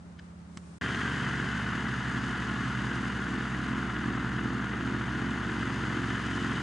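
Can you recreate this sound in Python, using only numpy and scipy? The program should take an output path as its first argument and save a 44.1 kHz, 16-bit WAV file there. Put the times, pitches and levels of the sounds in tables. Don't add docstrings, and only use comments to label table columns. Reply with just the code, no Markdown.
import sys
import numpy as np
from scipy import signal
from scipy.fft import rfft, irfft, next_fast_len
from scipy.io import wavfile
from scipy.ndimage import uniform_filter1d

SR = 44100
rng = np.random.default_rng(int(sys.argv[2]) if len(sys.argv) > 2 else 0)


def store_wav(level_fs):
    pcm = np.round(np.clip(np.atleast_2d(level_fs), -1, 1) * 32767)
    wavfile.write(sys.argv[1], SR, pcm.T.astype(np.int16))


N = 291942
T = np.arange(N) / SR
IDLE_END_S, RUN_START_S = .786, .811
USUAL_CYCLE_HZ = 16.5
BLADES_PER_CYCLE = 2.64

# f/Hz, likeness (1 = the same in both ears)
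AIRCRAFT_LIKENESS = [(60, .96), (430, .96), (540, .77), (900, .8), (1050, .94), (1500, .97), (2050, .92),
                     (2350, .73), (3000, .93), (4100, .82), (4800, .89), (5600, .8), (6400, .92),
                     (7500, .86), (11000, .82)]
# f/Hz, likeness (1 = the same in both ears)
FIELD_LIKENESS = [(60, .8), (270, 0.5), (570, 0.25), (1200, 0.0058), (2500, 0), (6000, 0.17)]


def from_db(db):
    return 10 ** (np.asarray(db) / 20)


def rms_one(x):
    return x / np.sqrt(np.mean(x ** 2) + 1e-20)


def in_time(rows):
    s, values = np.transpose(rows)
    return np.interp(T, s, values)


def at_hz(points, hz):
    points = np.array(points)
    return np.interp(np.log(hz + 1e-9), np.log(points[:, 0]), points[:, 1])


def since(s):
    return np.maximum(T - s, 0)


def drift(rate):
    step = 100
    r = np.exp(-2 * np.pi * rate * step / SR)
    chance = rng.standard_normal(N // step + 1002)
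    slow = signal.lfilter([1], [1, -2 * r, r * r], chance)[1000:]
    return np.interp(np.arange(N) / step, np.arange(len(slow)), rms_one(slow))


def colour(x, gain_at):
    size = next_fast_len(N + SR // 10)
    hz = np.arange(size // 2 + 1) * SR / size
    return irfft(rfft(x, size) * gain_at(hz), size)[..., :N]


def air_noise(spectrum, gate=1, likeness=AIRCRAFT_LIKENESS):
    mid, side = rng.standard_normal((2, N)) * gate
    alike = lambda hz: np.clip(at_hz(likeness, hz), 0, 1)
    mid = colour(mid, lambda hz: from_db(at_hz(spectrum, hz)) * np.sqrt(1 + alike(hz)))
    side = colour(side, lambda hz: from_db(at_hz(spectrum, hz)) * np.sqrt(1 - alike(hz)))
    return rms_one(np.array([mid + side, mid - side]))


def tone(turns, db, rough):
    angle = 2 * np.pi * turns
    level = np.sqrt(2) * from_db(db + .38 * drift(.75))
    in_phase = 1 + rough * drift(10.2)
    return level * (in_phase * np.cos(angle) + rough * drift(10.3) * np.sin(angle))


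def singing(turns, db, width_hz):
    angle = 2 * np.pi * turns
    return from_db(db) * (drift(width_hz) * np.cos(angle) + drift(width_hz) * np.sin(angle))


def resonance(x, hz, width_hz):
    r = np.exp(-np.pi * width_hz / SR)
    feedback = [1, -2 * r * np.cos(2 * np.pi * hz / SR), r * r]
    return signal.lfilter(np.array([1, 0, -1]) * (1 - r * r) / 2, feedback, x)


def field_hush():
    # f/Hz, relative level/dB per Hz
    hush_colour = [(190, -33), (330, -3.5), (411, -3), (462, -9), (543, -5), (1020, -6.5), (1290, -7),
                   (3020, -20), (7850, -24.5), (9360, -26), (11000, -41), (14300, -77), (22000, -120)]
    # f/Hz, middle level/dB rms
    stirrings = [(560, -73), (820, -75.5), (1270, -78)]
    rises_at_s, rise_s, rise_db, edge_hz = .45, .1, 8.5, 8100
    hush = air_noise(hush_colour, from_db(.6 * drift(12)), FIELD_LIKENESS)
    rise = np.clip(since(rises_at_s) / rise_s, 0, 1)
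    treble = colour(hush, lambda hz: hz ** 2 / (hz ** 2 + edge_hz ** 2))
    hush = hush + (from_db(rise_db * rise) - 1) * treble
    stirs = sum(singing(hz * T, db + 3 * drift(7), width_hz=90) for hz, db in stirrings)
    return from_db(-58.5) * hush + stirs


def clicks():
    # t/s, scrape drive/dB, snap drive/dB, rise/s, decay/s, contact top f/Hz,
    # body f/Hz, relative body level/dB, thump drive/dB
    click_rows = [(0.1955, -43, -43, 0.0073, 0.003, 4200, 1540, 4.5, -46),
                  (0.5732, -37, -18, 0.0013, 0.004, 8800, 1150, 9.5, -32)]
    # f/Hz, width/Hz, relative level/dB
    upper_modes = [(2330, 280, -1), (3050, 280, 0), (4100, 400, -4), (4870, 520, -3), (6340, 540, -4),
                   (7700, 600, -3), (8600, 540, -8)]
    thump_s, contact_low_hz, body_width_hz = .001, 750, 250
    out = np.zeros(N)
    for s, scrape_db, snap_db, rise, decay, top_hz, body_hz, body_db, thump_db in click_rows:
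        envelope = np.exp(-np.maximum((s - T) / rise, (T - s) / decay))
        contact = from_db(scrape_db) * envelope * rng.standard_normal(N)
        contact[int(s * SR)] += from_db(snap_db)
        band = signal.butter(2, [contact_low_hz, top_hz], "band", fs=SR, output="sos")
        contact = signal.sosfilt(band, contact)
        modes = [(body_hz, body_width_hz, body_db), *upper_modes]
        for k, (hz, width, db) in enumerate(modes):
            out += 2 * (-1) ** k * from_db(db) * resonance(contact, hz, width)
        push = (T - s) / thump_s
        out -= from_db(thump_db) * push * np.exp(-push ** 2 / 2)
    return out


def harmonics(cycle, orders, rough, scatter):
    firing_smear = .13
    total = 0
    for k, db in orders:
        spread = scatter if k % 4 else firing_smear
        total = total + tone(k * cycle + spread * rng.normal(), db, rough)
    return total


def soft_idle():
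    # multiple of the cycle rate, level/dB rms
    idle_tones = [(4, -61), (6, -63), (7, -72), (8, -68), (9, -67), (10, -50), (11, -62), (12, -57),
                  (14, -64.5), (16, -65.5), (18, -77), (20, -74)]
    # multiple of its base pitch, level/dB rms
    hum_tones = [(2, -55), (3, -67), (4, -75)]
    # f/Hz, relative level/dB per Hz
    rumble_colour = [(25, -20), (50, -11), (80, -7), (130, -5), (165, 8), (200, 1), (260, -5), (380, -8.5),
                     (470, -10), (620, -47)]
    cycle_hz, hum_hz = 17.3, 41.3
    cycle = np.cumsum(cycle_hz * (1 + .0013 * drift(4.6))) / SR
    firing = harmonics(cycle, idle_tones, rough=.17, scatter=.33)
    hum = harmonics(hum_hz * T, hum_tones, rough=.16, scatter=.3)
    rumble = air_noise(rumble_colour, from_db(2.2 * drift(12)), FIELD_LIKENESS)
    return firing + hum + from_db(-56) * rumble


def second_drone():
    # pitch ratio to the drone, level against it/dB
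    partners = [(.625, -16), (2, -17)]
    drone_hz, drone_db = 118.86, -41.5
    sinks_at_s, sag_hz_per_s = 4.55, 3.53
    fade_at_s, fade_width_s, fade_db = 3.52, .3, 10
    turns = np.cumsum(drone_hz - sag_hz_per_s * since(sinks_at_s)) / SR
    fade = fade_db * np.exp(-((T - fade_at_s) / fade_width_s) ** 2)
    main = tone(turns, drone_db - fade, rough=.15)
    return main + sum(tone(ratio * turns, drone_db + less, rough=.13) for ratio, less in partners)


def clatter(cycle, hiss_swell_db):
    # f/Hz, relative level/dB per Hz
    tick_colour = [(1900, -41), (2500, -5.5), (2850, 1.5), (3050, 0.5), (3400, -6), (3800, -21),
                   (6000, -27.5), (10000, -42.5)]
    decay_cycles = .25
    gate = np.exp(-(cycle % 1) / decay_cycles) * from_db(3 * drift(150))
    return from_db(-61.5 + 2 * hiss_swell_db) * air_noise(tick_colour, gate)


def gear_whine(cycle):
    # blade rates away from the mesh tone, level against the whine/dB
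    mesh_tones = [(-1, -9), (0, 1.8), (1, -8.5), (2, -3.5), (4, -8)]
    mesh_order, buzz_order = 88, 95
    whine_db = -47 - 3.5 * since(RUN_START_S)
    mesh = 0
    for step, db in mesh_tones:
        mesh = mesh + tone((mesh_order + step * BLADES_PER_CYCLE) * cycle, whine_db + db, rough=.25)
    return mesh + singing(buzz_order * cycle, whine_db - 2.5, width_hz=120)


def high_gear(cycle):
    order, peak_db, peak_at_s = 104, -50, 2.15
    fall_s = .5
    return tone(order * cycle, peak_db - ((T - peak_at_s) / fall_s) ** 2, rough=.3)


def panels():
    # f/Hz, width/Hz, level/dB rms
    panel_modes = [(1430, 21, -50), (1695, 45, -56.5), (2033, 22, -56.5), (4316, 41, -70)]
    return sum(singing(hz * T, db, width) for hz, width, db in panel_modes)


def whistle(rev, hiss_swell_db):
    whistle_hz = 2956 + 109.6 * rev
    return singing(np.cumsum(whistle_hz) / SR, -54.5 + 1.7 * hiss_swell_db, width_hz=92)


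def throb(cycle, blade_db, uneven_db, cycle_db, firing_db, flutter_db, grain_db):
    beat = lambda turns: np.cos(2 * np.pi * turns)
    blade = BLADES_PER_CYCLE * cycle
    shaft = blade / 3
    uneven = beat(shaft) + beat(2 * shaft) + .7 * beat(5 * shaft)
    propeller_db = blade_db * beat(blade) + uneven_db * uneven
    engine_db = cycle_db * beat(cycle) + firing_db * beat(4 * cycle)
    return from_db(propeller_db + engine_db + flutter_db * drift(25) + grain_db * drift(190))


def torn_air(cycle, rev, treble_db, hiss_swell_db):
    # f/Hz, relative level/dB per Hz
    rumble_colour = [(20, -30), (35, -15), (50, -11), (90, -7.5), (170, 0.5), (300, 0), (372, 0),
                     (402, -7.5), (450, -5.5), (520, -11.5), (700, -18.5), (1000, -50)]
    roar_colour = [(450, -37), (580, -14), (700, -5), (900, -1), (980, 0.5), (1120, -1.5), (1300, -1),
                   (1800, -44)]
    rasp_colour = [(310, -28.5), (540, -18.5), (720, -12), (910, -18), (990, -7.5), (1180, -5.5),
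                   (1450, -0.5), (1750, -2.5), (2070, -7), (2290, -15.5), (2600, -14), (2950, -12.5),
                   (3350, -18), (3800, -22), (4900, -55), (8000, -100)]
    hiss_colour = [(2000, -14.5), (3400, -2.5), (4040, -5), (4870, -3.5), (5580, -9), (6600, -4.5),
                   (7170, -10), (10000, -17.5), (10600, -25), (11000, -55), (14300, -64), (22000, -120)]
    blade_beat = np.cos(2 * np.pi * BLADES_PER_CYCLE * cycle)
    rumble = from_db(-45.5) * air_noise(rumble_colour, from_db(2 * blade_beat))
    chop = throb(cycle, blade_db=1.3, uneven_db=.55, cycle_db=.4, firing_db=.9,
                 flutter_db=.4, grain_db=.9)
    roar = from_db(-46.5 - .5 * rev) * air_noise(roar_colour, chop)
    rasp = from_db(-37.5 + rev) * air_noise(rasp_colour, chop)
    edge_hz = 1660
    edge = colour(rasp, lambda hz: 1 - 1 / (1 + (hz / edge_hz) ** 8))
    rasp = (rasp - edge) + from_db(.43 * hiss_swell_db) * edge
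    fine_chop = throb(cycle, blade_db=.54, uneven_db=-.25, cycle_db=.16, firing_db=-.3,
                      flutter_db=.5, grain_db=1.44)
    hiss = from_db(treble_db + .87) * air_noise(hiss_colour, fine_chop)
    return rumble + roar + rasp + hiss


def blade_load():
    full_db, full_at_s, builds_db_per_s, eases_db_per_s = 1.6, 4.1, 4.5, .4
    missing_db = builds_db_per_s * np.maximum(full_at_s - T, 0)
    return full_db - missing_db - eases_db_per_s * since(full_at_s)


def chopped_exhaust(cycle, load_db):
    # blade rates away from the chopped tone, level at zero load/dB rms
    side_tones = [(-1, -54), (1, -53.5), (2, -56)]
    chopped_order, load_share = 16, .5
    total = 0
    for step, db in side_tones:
        turns = (chopped_order + step * BLADES_PER_CYCLE) * cycle
        total = total + tone(turns, db + load_share * load_db, rough=.12)
    return total


def propeller(cycle, load_db, rev):
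    # multiple of the blade rate, level at zero load and usual speed/dB rms,
    # share of the load's swing, level slope/dB per rev
    blade_tones = [(2, -58, 0, 4.5), (3, -49.5, 0.023, 3.5), (4, -48.5, 0.41, 5.5), (5, -44.8, 0.58, 2.5),
                   (6, -45, 1, 2), (7, -46.5, 1, 3.5), (8, -48, .8, 3.5), (9, -60, 0.24, 6),
                   (10, -57, .35, -1.5), (11, -64, .3, -5.5), (12, -68, 0.089, 3.5)]
    blade = BLADES_PER_CYCLE * cycle + .006 * drift(9)
    slaps = 0
    for k, db, share, db_per_rev in blade_tones:
        level_db = db + share * load_db + db_per_rev * rev
        slaps = slaps + tone(k * blade + .11 * rng.normal(), level_db, rough=.12)
    return slaps * from_db(.4 * drift(14))


def exhaust(cycle, rev):
    # multiple of the cycle rate, level ahead of the pipe/dB rms
    firing_tones = [(4, -44), (5, -63), (6, -62), (7, -55), (8, -42), (10, -49), (11, -53.5), (12, -45.5),
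                    (13, -50), (14, -44.5), (15, -56), (16, -44), (17, -63), (18, -50.5), (19, -60),
                    (21, -56), (22, -59), (23, -60), (24, -66), (26, -60), (27, -71), (29, -62)]
    # f/Hz, gain/dB
    pipe = [(130, 0), (160, -2), (177, 6), (198, 3), (225, 0.5), (258, 1.5), (272, -3.5), (288, -1),
            (330, -4.5), (375, 0), (450, 0), (475, 0.5), (505, -11)]
    firing = harmonics(cycle, firing_tones, rough=.07, scatter=.27)
    return from_db(-.5 - .5 * rev) * colour(firing, lambda hz: from_db(at_hz(pipe, hz)))


def head_on():
    # t/s, four-stroke cycle rate f/Hz before a slight unsteadiness
    speed = [(0.81, 17.95), (1.25, 17.64), (1.95, 16.38), (2.4, 16.32), (2.75, 16.18), (4.5, 16.22),
             (5.7, 16.71), (6.05, 16.73), (6.62, 16.87)]
    # t/s, level before trim/dB
    treble = [(0.83, -50), (1.67, -53), (2.72, -53), (4.65, -57), (6.36, -52), (6.6, -52)]
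    cycle_hz = in_time(speed)
    rev = cycle_hz - USUAL_CYCLE_HZ
    cycle = np.cumsum(cycle_hz * (1 + .0012 * drift(5))) / SR
    treble_db = in_time(treble)
    swell_db = treble_db - treble_db.mean()
    load_db = blade_load()
    whines = gear_whine(cycle) + high_gear(cycle) + panels() + whistle(rev, swell_db)
    air = torn_air(cycle, rev, treble_db, swell_db)
    thrum = propeller(cycle, load_db, rev) + chopped_exhaust(cycle, load_db)
    return clatter(cycle, swell_db) + whines + air + thrum + exhaust(cycle, rev)


def scene():
    before = np.clip((IDLE_END_S - T) / .004, 0, 1)
    after = np.clip((T - RUN_START_S) / .002, 0, 1)
    return before * (field_hush() + clicks() + soft_idle()) + after * (second_drone() + head_on())


def record(dry):
    # f/Hz, left minus right/dB
    balance = [(60, -2.5), (140, -2), (300, -.3), (450, 1.1), (780, 2.3), (1100, 1.3), (1950, 2),
               (3400, .7), (4400, .6), (5500, -.8), (10000, .3)]
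    # f/Hz, lead/radians
    lead = [(65, -.11), (115, .08), (200, .17), (260, .29), (450, .25), (620, .38), (850, .32), (970, .02),
            (1900, .03), (2400, -.15), (3800, -.09), (4600, -.22), (7500, .05), (11000, .05)]
    half = np.array([[.5], [-.5]])
    heard = colour(dry, lambda hz: from_db(at_hz(balance, hz) * half) * np.exp(1j * at_hz(lead, hz) * half))
    top_cut = signal.ellip(10, .2, 80, 10900, fs=SR, output="sos")
    return signal.sosfilt(top_cut, heard)


dry = scene()
out = record(dry)
store_wav(out)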